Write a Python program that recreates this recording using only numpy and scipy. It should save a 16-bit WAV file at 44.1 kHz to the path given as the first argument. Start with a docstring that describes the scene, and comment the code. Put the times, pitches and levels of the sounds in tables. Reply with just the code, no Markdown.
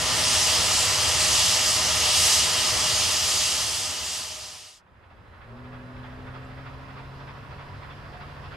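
"""A surging steam hiss over a pipe roar, fire rumble and whine: a standing locomotive with open drain cocks.
It fades into a quiet foggy line side, where a distant engine approaches with quick, soft exhaust beats.
A low drone sets in there and slowly climbs in pitch.
Steam, fire, beats and air are shaped stereo noise; whine and drone are unsteady sines; rings are narrow noise."""
import sys
import numpy as np
from scipy import signal
from scipy.fft import rfft, irfft, next_fast_len
from scipy.io import wavfile
from scipy.ndimage import uniform_filter1d, map_coordinates

SR = 44100
rng = np.random.default_rng(int(sys.argv[2]) if len(sys.argv) > 2 else 0)


def inscribe(sig):
    """Save sig as 16-bit PCM at rate SR to the path in sys.argv[1].

    A 1-D sig is mono; a 2-D sig holds one channel per row.
    Samples are clipped to [-1, 1] before scaling.
    """
    pcm = np.round(np.clip(np.atleast_2d(sig).T, -1, 1) * 32767)
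    wavfile.write(sys.argv[1], SR, pcm.astype(np.int16))


N = 377496
TIME_S = np.arange(N) / SR


def amp(db):
    """Decibels to gain."""
    return 10 ** (np.asarray(db) / 20)


def unit(x):
    """Scale to rms 1."""
    return x / np.sqrt(np.mean(x ** 2) + 1e-20)


def along(points, hz):
    """Read (frequency [Hz], value) points on a log frequency axis."""
    f, v = np.transpose(points)
    return np.interp(np.log(hz + 1), np.log(f + 1), v)


def curve(points):
    """Read (time [s], value) points at every sample."""
    s, v = np.transpose(points)
    return np.interp(TIME_S, s, v)


def ramp(start_s, end_s):
    """Gain rising linearly from 0 to 1 between two times."""
    return np.clip((TIME_S - start_s) / (end_s - start_s), 0, 1)


def swell(s, half_s):
    """Gaussian rise and fall around a time, top 1; half_s is its standard deviation."""
    return np.exp(-.5 * ((TIME_S - s) / half_s) ** 2)


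def wobble(knots_per_s):
    """Smooth random curve through normally distributed knots."""
    knots = rng.standard_normal(int(N * knots_per_s / SR) + 4)
    return map_coordinates(knots, [np.arange(N) * knots_per_s / SR])


def filtered(x, response):
    """Multiply the spectrum of x by response(hz)."""
    m = next_fast_len(N + 8192)
    spectrum = rfft(x, m) * response(np.fft.rfftfreq(m, 1 / SR))
    return irfft(spectrum, m)[..., :N]


def above(hz, edge_hz, order=12):
    """Smooth step in frequency: 0 below the edge, half at it, 1 above."""
    return 1 - 1 / (1 + (hz / edge_hz) ** order)


def rush(colour, alike, patchy_db):
    """Stereo noise of gain colour(hz) in patches of random strength; its middle has rms 1."""
    z = signal.stft(rng.standard_normal((2, N)), nperseg=512)[2]
    field = uniform_filter1d(rng.standard_normal(z.shape[1:]), size=7, axis=0)  # over frequency
    field = uniform_filter1d(field, size=14, axis=1)  # over time
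    pair = signal.istft(z * amp(patchy_db * unit(field)), nperseg=512)[1][:, :N]

    def mid_side_gains(hz):
        turn = np.arccos(np.clip(along(alike, hz), 0, 1)) / 2
        return colour(hz) * np.array([np.cos(turn), np.sin(turn)])

    mid, side = filtered(pair, mid_side_gains)
    return np.array([mid + side, mid - side]) / np.std(mid)


def tone(hz, waver_hz, flutter_db):
    """Sine of rms 1, slightly unsteady in pitch and level."""
    phase = 2 * np.pi * (np.cumsum(hz + waver_hz * wobble(14)) / SR + rng.random())
    return unit(np.sin(phase) * amp(flutter_db * wobble(5)))


def fuzzy(hz, width_hz):
    """Narrow noise band of rms 1: a carrier with randomly wandering amplitude and phase."""
    phase = 2 * np.pi * np.cumsum(np.broadcast_to(hz, N)) / SR
    return unit(wobble(width_hz) * np.sin(phase) + wobble(width_hz) * np.cos(phase))


def placed(x, balance, lead):
    """Give each frequency its own level and phase difference between left and right."""
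    half = np.array([[.5], [-.5]])
    return filtered(x, lambda hz: amp(half * along(balance, hz)) * np.exp(1j * half * along(lead, hz)))


FIRST_TURN_S, TURN_S = 4.802, .3106  # far engine's driving wheels: first turn, length of a turn
MUFFLED_DB, CLEAR_DB, NEARING_S = -7.5, 1.7, 2.4  # treble gain: from, to, time taken


def through_fog(x):
    """The long path through the air takes away treble, less so as the engine nears."""
    treble = filtered(x, lambda hz: above(hz, edge_hz=3500, order=4))
    treble_db = MUFFLED_DB + (CLEAR_DB - MUFFLED_DB) * ramp(FIRST_TURN_S, FIRST_TURN_S + NEARING_S)
    return x + (amp(treble_db) - 1) * treble


# far left-right likeness: (frequency [Hz], correlation [0-1])
FAR_LIKENESS = [(100, 0.94), (250, 0.84), (550, 0.57), (1400, .38), (5200, 0.42), (6500, .1), (14000, .02)]
# far hiss colour: (frequency [Hz], relative level per Hz [dB])
AIR_COLOUR = [(1000, -2.5), (3800, 13), (4600, 15.5), (5100, 17), (5500, 11.5), (6000, 4.5), (8000, -3.5),
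              (13000, -10), (14500, -16.5)]
# even floor colour: (frequency [Hz], relative level per Hz [dB])
FLOOR_COLOUR = [(3000, -22), (5500, 2), (9000, 0.5), (13000, -2.5), (14500, -11)]
# thin high tones: (frequency [Hz], level of the sine part before the fade-in [dB])
THIN_TONES = [(3671, -77), (4048, -74), (4500, -84), (4802, -82), (6600, -90)]
AIR_DB, FLOOR_DB, TICK_DB = -66, -75, -71


def line_side():
    """Faint hiss from afar over an even noise floor, with thin tones in it and one tiny noise tick."""
    air = amp(AIR_DB) * through_fog(rush(lambda hz: amp(along(AIR_COLOUR, hz)), FAR_LIKENESS, patchy_db=1.1))
    floor = amp(FLOOR_DB) * rush(lambda hz: amp(along(FLOOR_COLOUR, hz)), FAR_LIKENESS, patchy_db=0.0)
    thin = sum(amp(db) * (tone(hz, waver_hz=5, flutter_db=1) + fuzzy(hz, width_hz=60) / 2)
               for hz, db in THIN_TONES)
    tick = amp(TICK_DB) * fuzzy(7300, width_hz=2200) * swell(6.45, half_s=.006)
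    return air + floor + thin + tick


# faint rings: (time [s], half length [s], frequency [Hz], level [dB])
RING_SWELLS = [(7.28, 0.16, 1077, -56), (7.6, 0.49, 980, -57.5), (8.25, .12, 718, -54)]


def rings():
    """Faint, wavering narrow bands of noise swell and fade in the distance."""
    return sum(amp(db) * swell(s, half_s) * fuzzy(hz, width_hz=40) for s, half_s, hz, db in RING_SWELLS)


def comb(hz, delay_s, strength):
    """Ripple that one short echo leaves in a spectrum."""
    return np.abs(1 + strength * np.exp(-2j * np.pi * hz * delay_s))


def far_colour(spectrum):
    """A distant sound arrives together with its bounce off the ground."""
    return lambda hz: amp(along(spectrum, hz)) * comb(hz, delay_s=0.0054, strength=0.11)


# far rumble colour: (frequency [Hz], relative level per Hz [dB])
RUMBLE_COLOUR = [(15, -15), (30, -1), (50, 1), (75, 4), (110, 3), (135, -4), (165, -8.5), (220, -13.5),
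                 (400, -29), (900, -100)]
# smeared exhaust echo colour: (frequency [Hz], relative level per Hz [dB])
ECHO_COLOUR = [(100, -14.5), (170, 2), (250, 2.5), (320, -1), (560, 2), (800, 0), (1000, 2.5), (1900, -3.5),
               (2300, -10.5), (2650, -8), (2950, -11.5), (3450, -15), (3900, -20.5), (7000, -41.5)]
RUMBLE_DB, ECHOES_DB = -45.5, -47.5  # before fog and fade-in


def far_engine():
    """Steady noise: the approaching engine's rumble and the smeared echoes of its exhaust."""
    rumble = amp(RUMBLE_DB) * rush(lambda hz: amp(along(RUMBLE_COLOUR, hz)), FAR_LIKENESS, patchy_db=0.2)
    echoes = amp(ECHOES_DB) * rush(far_colour(ECHO_COLOUR), FAR_LIKENESS, patchy_db=1.06)
    return rumble + echoes


# exhaust beat colour: (frequency [Hz], relative level per Hz [dB])
PUFF_COLOUR = [(200, -27), (400, -18), (650, -5.5), (1000, -2), (1300, -0.5), (1900, -7), (2350, -8.5),
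               (2650, -8.5), (2950, -16), (3400, -11.5), (3900, -21), (5100, -23), (5900, -41),
               (9000, -69.5)]
# four uneven beats a turn: (time into the turn [s], mean peak level before fog and fade-in [dB])
TURN_BEATS = [(0.0, -46), (0.07, -51.8), (0.152, -52.5), (0.232, -48.5)]
BEAT_SCATTER_S, BEAT_SCATTER_DB = .002, 0.6  # standard deviation from beat to beat


def exhaust_beats(rise_s=0.0087, fall_s=0.02):
    """Four puffs of noise to a turn of the wheels, one stronger than the rest, edges blurred by distance."""
    turns = np.arange(FIRST_TURN_S, N / SR, TURN_S)
    beats = [(turn + s, db) for turn in turns for s, db in TURN_BEATS]
    power = np.zeros(N)
    for (s, db), (late, strong) in zip(beats, rng.standard_normal((len(beats), 2))):
        near = slice(int((s - .1) * SR), int((s + .2) * SR))
        age_s = TIME_S[near] - s - BEAT_SCATTER_S * late
        puff = np.exp(-.5 * (age_s / np.where(age_s < 0, rise_s, fall_s)) ** 2)
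        power[near] += amp(db + BEAT_SCATTER_DB * strong) ** 2 * puff
    return np.sqrt(power) * rush(far_colour(PUFF_COLOUR), FAR_LIKENESS, patchy_db=1.2)


# drone catches, holds and climbs: (time [s], fundamental [Hz])
DRONE_GLIDE = [(5.46, 115.4), (5.53, 115.5), (5.59, 124.9), (5.92, 125), (7.45, 137.3), (8.56, 143.4)]
# weak, blurred upper orders: (multiple of the fundamental, level at the start re OCTAVE_DB [dB])
UPPER_ORDERS = [(3, -13.5), (3.36, -11.5), (4.35, -12), (5.36, -14)]
DRONE_START_S, DRONE_CREST_S = 5.46, 6.4
DRONE_DB, DRONE_FADE_DB_PER_S = -45, 2.5  # fundamental at the crest, fade either side of it
OCTAVE_DB, BOOM_HZ, BOOM_HALF_WIDTH_HZ = -47.5, 245.6, 19.2  # octave and its resonance
OVERTONE_FADE_DB_PER_S = 2.6
OVERTONE_BLUR = 0.49  # share of power that is noise, not tone


def drone():
    """A motor-like hum that speeds up and mellows as its octave climbs out of a resonance."""
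    hz = curve(DRONE_GLIDE)
    phase = 2 * np.pi * np.cumsum(hz + 0.27 * wobble(20)) / SR
    first_db = DRONE_DB - DRONE_FADE_DB_PER_S * np.abs(TIME_S - DRONE_CREST_S) + 0.63 * wobble(11)
    first = amp(first_db) * unit(np.sin(phase))
    boom = 1 - above(np.abs(2 * hz - BOOM_HZ), edge_hz=BOOM_HALF_WIDTH_HZ, order=3)
    octave = amp(OCTAVE_DB) * boom * unit(np.sin(2 * phase))

    def partial(k):
        pure = np.sqrt(1 - OVERTONE_BLUR) * unit(np.sin(k * phase))
        return pure + np.sqrt(OVERTONE_BLUR) * fuzzy(k * hz, width_hz=32)

    upper_db = OCTAVE_DB - OVERTONE_FADE_DB_PER_S * (TIME_S - DRONE_START_S)
    upper = sum(amp(upper_db + db) * partial(k) for k, db in UPPER_ORDERS)
    return (first + octave + upper) * ramp(DRONE_START_S, DRONE_START_S + .06)


# near left-right likeness: (frequency [Hz], correlation [0-1])
NEAR_LIKENESS = [(40, .93), (100, 0.91), (160, 0.74), (650, 0.85), (1500, 0.74), (5500, 0.78), (14000, 0.7)]
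# fire colour: (frequency [Hz], relative level per Hz [dB])
FIRE_COLOUR = [(20, -26.5), (34, -17.5), (53, -19), (66, -2.5), (77, -4.5), (89, -1.5), (110, -4),
               (150, -12.5), (170, -7), (195, -28), (400, -38), (900, -100)]
# steady boiler and turbo-generator tones: (frequency [Hz], level before the fade [dB])
WHINE_TONES = [(68.6, -51), (86.1, -48.5), (259.7, -55.5), (481.8, -62), (613.7, -46), (620.4, -50.5),
               (631.2, -46.5), (689.1, -57), (751.0, -51), (1240.9, -49), (1368.7, -53), (2757.6, -46.5)]
FIRE_DB, FIRE_SAG_DB_PER_S = -38.5, 0.6  # the draught slowly eases


def boiler():
    """The fire flutters in the firebox as low noise while the turbo-generator whines in sines."""
    fire = rush(lambda hz: amp(along(FIRE_COLOUR, hz)), NEAR_LIKENESS, patchy_db=.5)
    whine = sum(amp(db) * tone(hz, waver_hz=1.02, flutter_db=2.0) for hz, db in WHINE_TONES)
    return amp(FIRE_DB - FIRE_SAG_DB_PER_S * TIME_S) * fire + whine


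# escaping steam: (frequency [Hz], relative level per Hz [dB])
JET_COLOUR = [(60, -27.5), (200, -14.5), (400, -8), (1000, -10), (1500, -10), (2400, -5), (3500, -2),
              (5500, 0.5), (8500, -5), (11000, -14), (13500, -22), (14600, -36)]
# resonances of cocks and pipes: (centre [Hz], standard deviation [Hz], lift [dB])
PIPE_HUMPS = [(230, 27, 5.5), (493, 7.1, 4.5), (770, 64, 5), (887, 53, 5.5), (998, 31, 6.5), (1238, 140, 8),
              (1890, 180, 5), (2976, 279, 5.5), (4560, 160, 2.5), (5040, 140, 4), (5590, 63.6, 0.5),
              (6130, 92, 2), (6750, 62, 1), (8800, 106, 1.5), (9900, 105, 3)]
# glances off the ground and the engine's flanks: (delay [s], ripple of the log gain [Np])
NEAR_BOUNCES = [(.00178, .07), (.0059, .06), (.008, .13), (0.0147, .08), (0.0243, .07)]


def jet_colour(hz):
    """Broad jet noise, lifted at the pipe resonances and rippled by near bounces."""
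    humps_db = sum(db * np.exp(-.5 * ((hz - centre) / width) ** 2) for centre, width, db in PIPE_HUMPS)
    ripple = sum(strength * np.cos(2 * np.pi * hz * delay_s) for delay_s, strength in NEAR_BOUNCES)
    return amp(along(JET_COLOUR, hz) + humps_db) * np.exp(ripple)


# water spitting through the cocks: (time [s], half length [s], hiss rise [dB], fizz rise [dB])
JET_SURGES = [(0.36, 0.1, 2, 2.5), (0.54, 0.075, 0.8, 1), (0.79, 0.062, 0.8, 2.5), (1.41, 0.14, 3, 4),
              (1.71, .04, 0.1, 2.5), (2.07, .05, 2.3, 1.2), (2.28, 0.1, 4.5, 7.0), (2.63, 0.067, 0.5, 0.8),
              (3.05, 0.11, 1.0, 1.5), (3.42, 0.15, 3, 4), (3.75, 0.096, 1.0, 3), (4.15, 0.095, 1, 2.5)]
ROAR_DB, HISS_DB, FIZZ_DB = -31, -25.0, -29.5  # registers of the steady blow
ROAR_SAG_DB_PER_S = 0.46  # eases as the cylinders clear
OPENING_DB, OPENING_S = -3, 0.18  # hiss and fizz start weak; time constant of the build-up


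def drain_cocks():
    """Big eddies roar steadily; the fine ones hiss and fizz, surging as water spits through the cocks."""
    def fine(hz):
        return above(hz, edge_hz=2400)

    def finest(hz):
        return above(hz, edge_hz=6680)

    def band(share, patchy_db):
        return rush(lambda hz: jet_colour(hz) * np.sqrt(share(hz)), NEAR_LIKENESS, patchy_db)

    roar = band(lambda hz: 1 - fine(hz), patchy_db=0.6)
    hiss = band(lambda hz: fine(hz) * (1 - finest(hz)), patchy_db=0.86)
    fizz = band(finest, patchy_db=1.5)

    shared_db = OPENING_DB * np.exp(-TIME_S / OPENING_S) + 0.28 * wobble(24)  # opening and sputter
    roar_db = ROAR_DB - ROAR_SAG_DB_PER_S * TIME_S + 0.39 * wobble(20)
    hiss_db = HISS_DB + shared_db + sum(db * swell(s, half_s) for s, half_s, db, _ in JET_SURGES)
    fizz_db = FIZZ_DB + shared_db + sum(db * swell(s, half_s) for s, half_s, _, db in JET_SURGES)
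    fizz_db = fizz_db + 0.23 * wobble(14)
    return amp(roar_db) * roar + amp(hiss_db) * hiss + amp(fizz_db) * fizz


# standing engine fades out: (time [s], level [dB])
NEAR_FADE = [(0, 0.5), (2.9, -0.52), (3.5, -3.5), (3.9, -7), (4.15, -9.5), (4.5, -16.5), (4.68, -22.5),
             (4.79, -31.5), (4.86, -60)]
# line side emerges: (time [s], level [dB])
FAR_FADE = [(4.65, -22), (4.82, -15.5), (5.0, -11), (5.3, -6.5), (5.65, -3), (6.1, -0.2), (7.3, -0.7),
            (8.56, 0.8)]
# near and far balance: (frequency [Hz], left minus right [dB])
NEAR_BALANCE = [(30, -3.5), (65, 0.5), (100, 2), (270, 2.6), (500, 1), (2500, 0), (10000, -1)]
FAR_BALANCE = [(60, 0), (180, 1), (540, -1), (1600, -4.5), (4770, 2), (14200, -1)]
# near and far phase: (frequency [Hz], lead of left over right [rad])
NEAR_PHASE = [(40, .58), (100, .85), (260, .7), (420, .12), (2500, -0.21), (4200, -0.47), (8000, -0.33),
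              (13000, -.35)]
FAR_PHASE = [(40, .6), (110, 0.3), (450, -0.046), (700, -0.24), (1400, -0.67), (3000, -0.48), (5200, -.1)]


def scene():
    """The standing engine gives way to the line side in a short crossfade."""
    approach = through_fog(exhaust_beats() + far_engine())
    emerging = amp(curve(FAR_FADE)) * (approach + line_side())
    far = placed(emerging + rings() + drone(), FAR_BALANCE, FAR_PHASE)
    standing = amp(curve(NEAR_FADE)) * (drain_cocks() + boiler())
    near = placed(standing, NEAR_BALANCE, NEAR_PHASE)
    return near * (1 - ramp(4.77, 4.825)) + far * ramp(4.7, 4.83)


TOP_HZ = 14300


def record(dry):
    """Keep nothing at or above the band limit."""
    return filtered(dry, lambda hz: hz < TOP_HZ)


dry = scene()
out = record(dry)
inscribe(out)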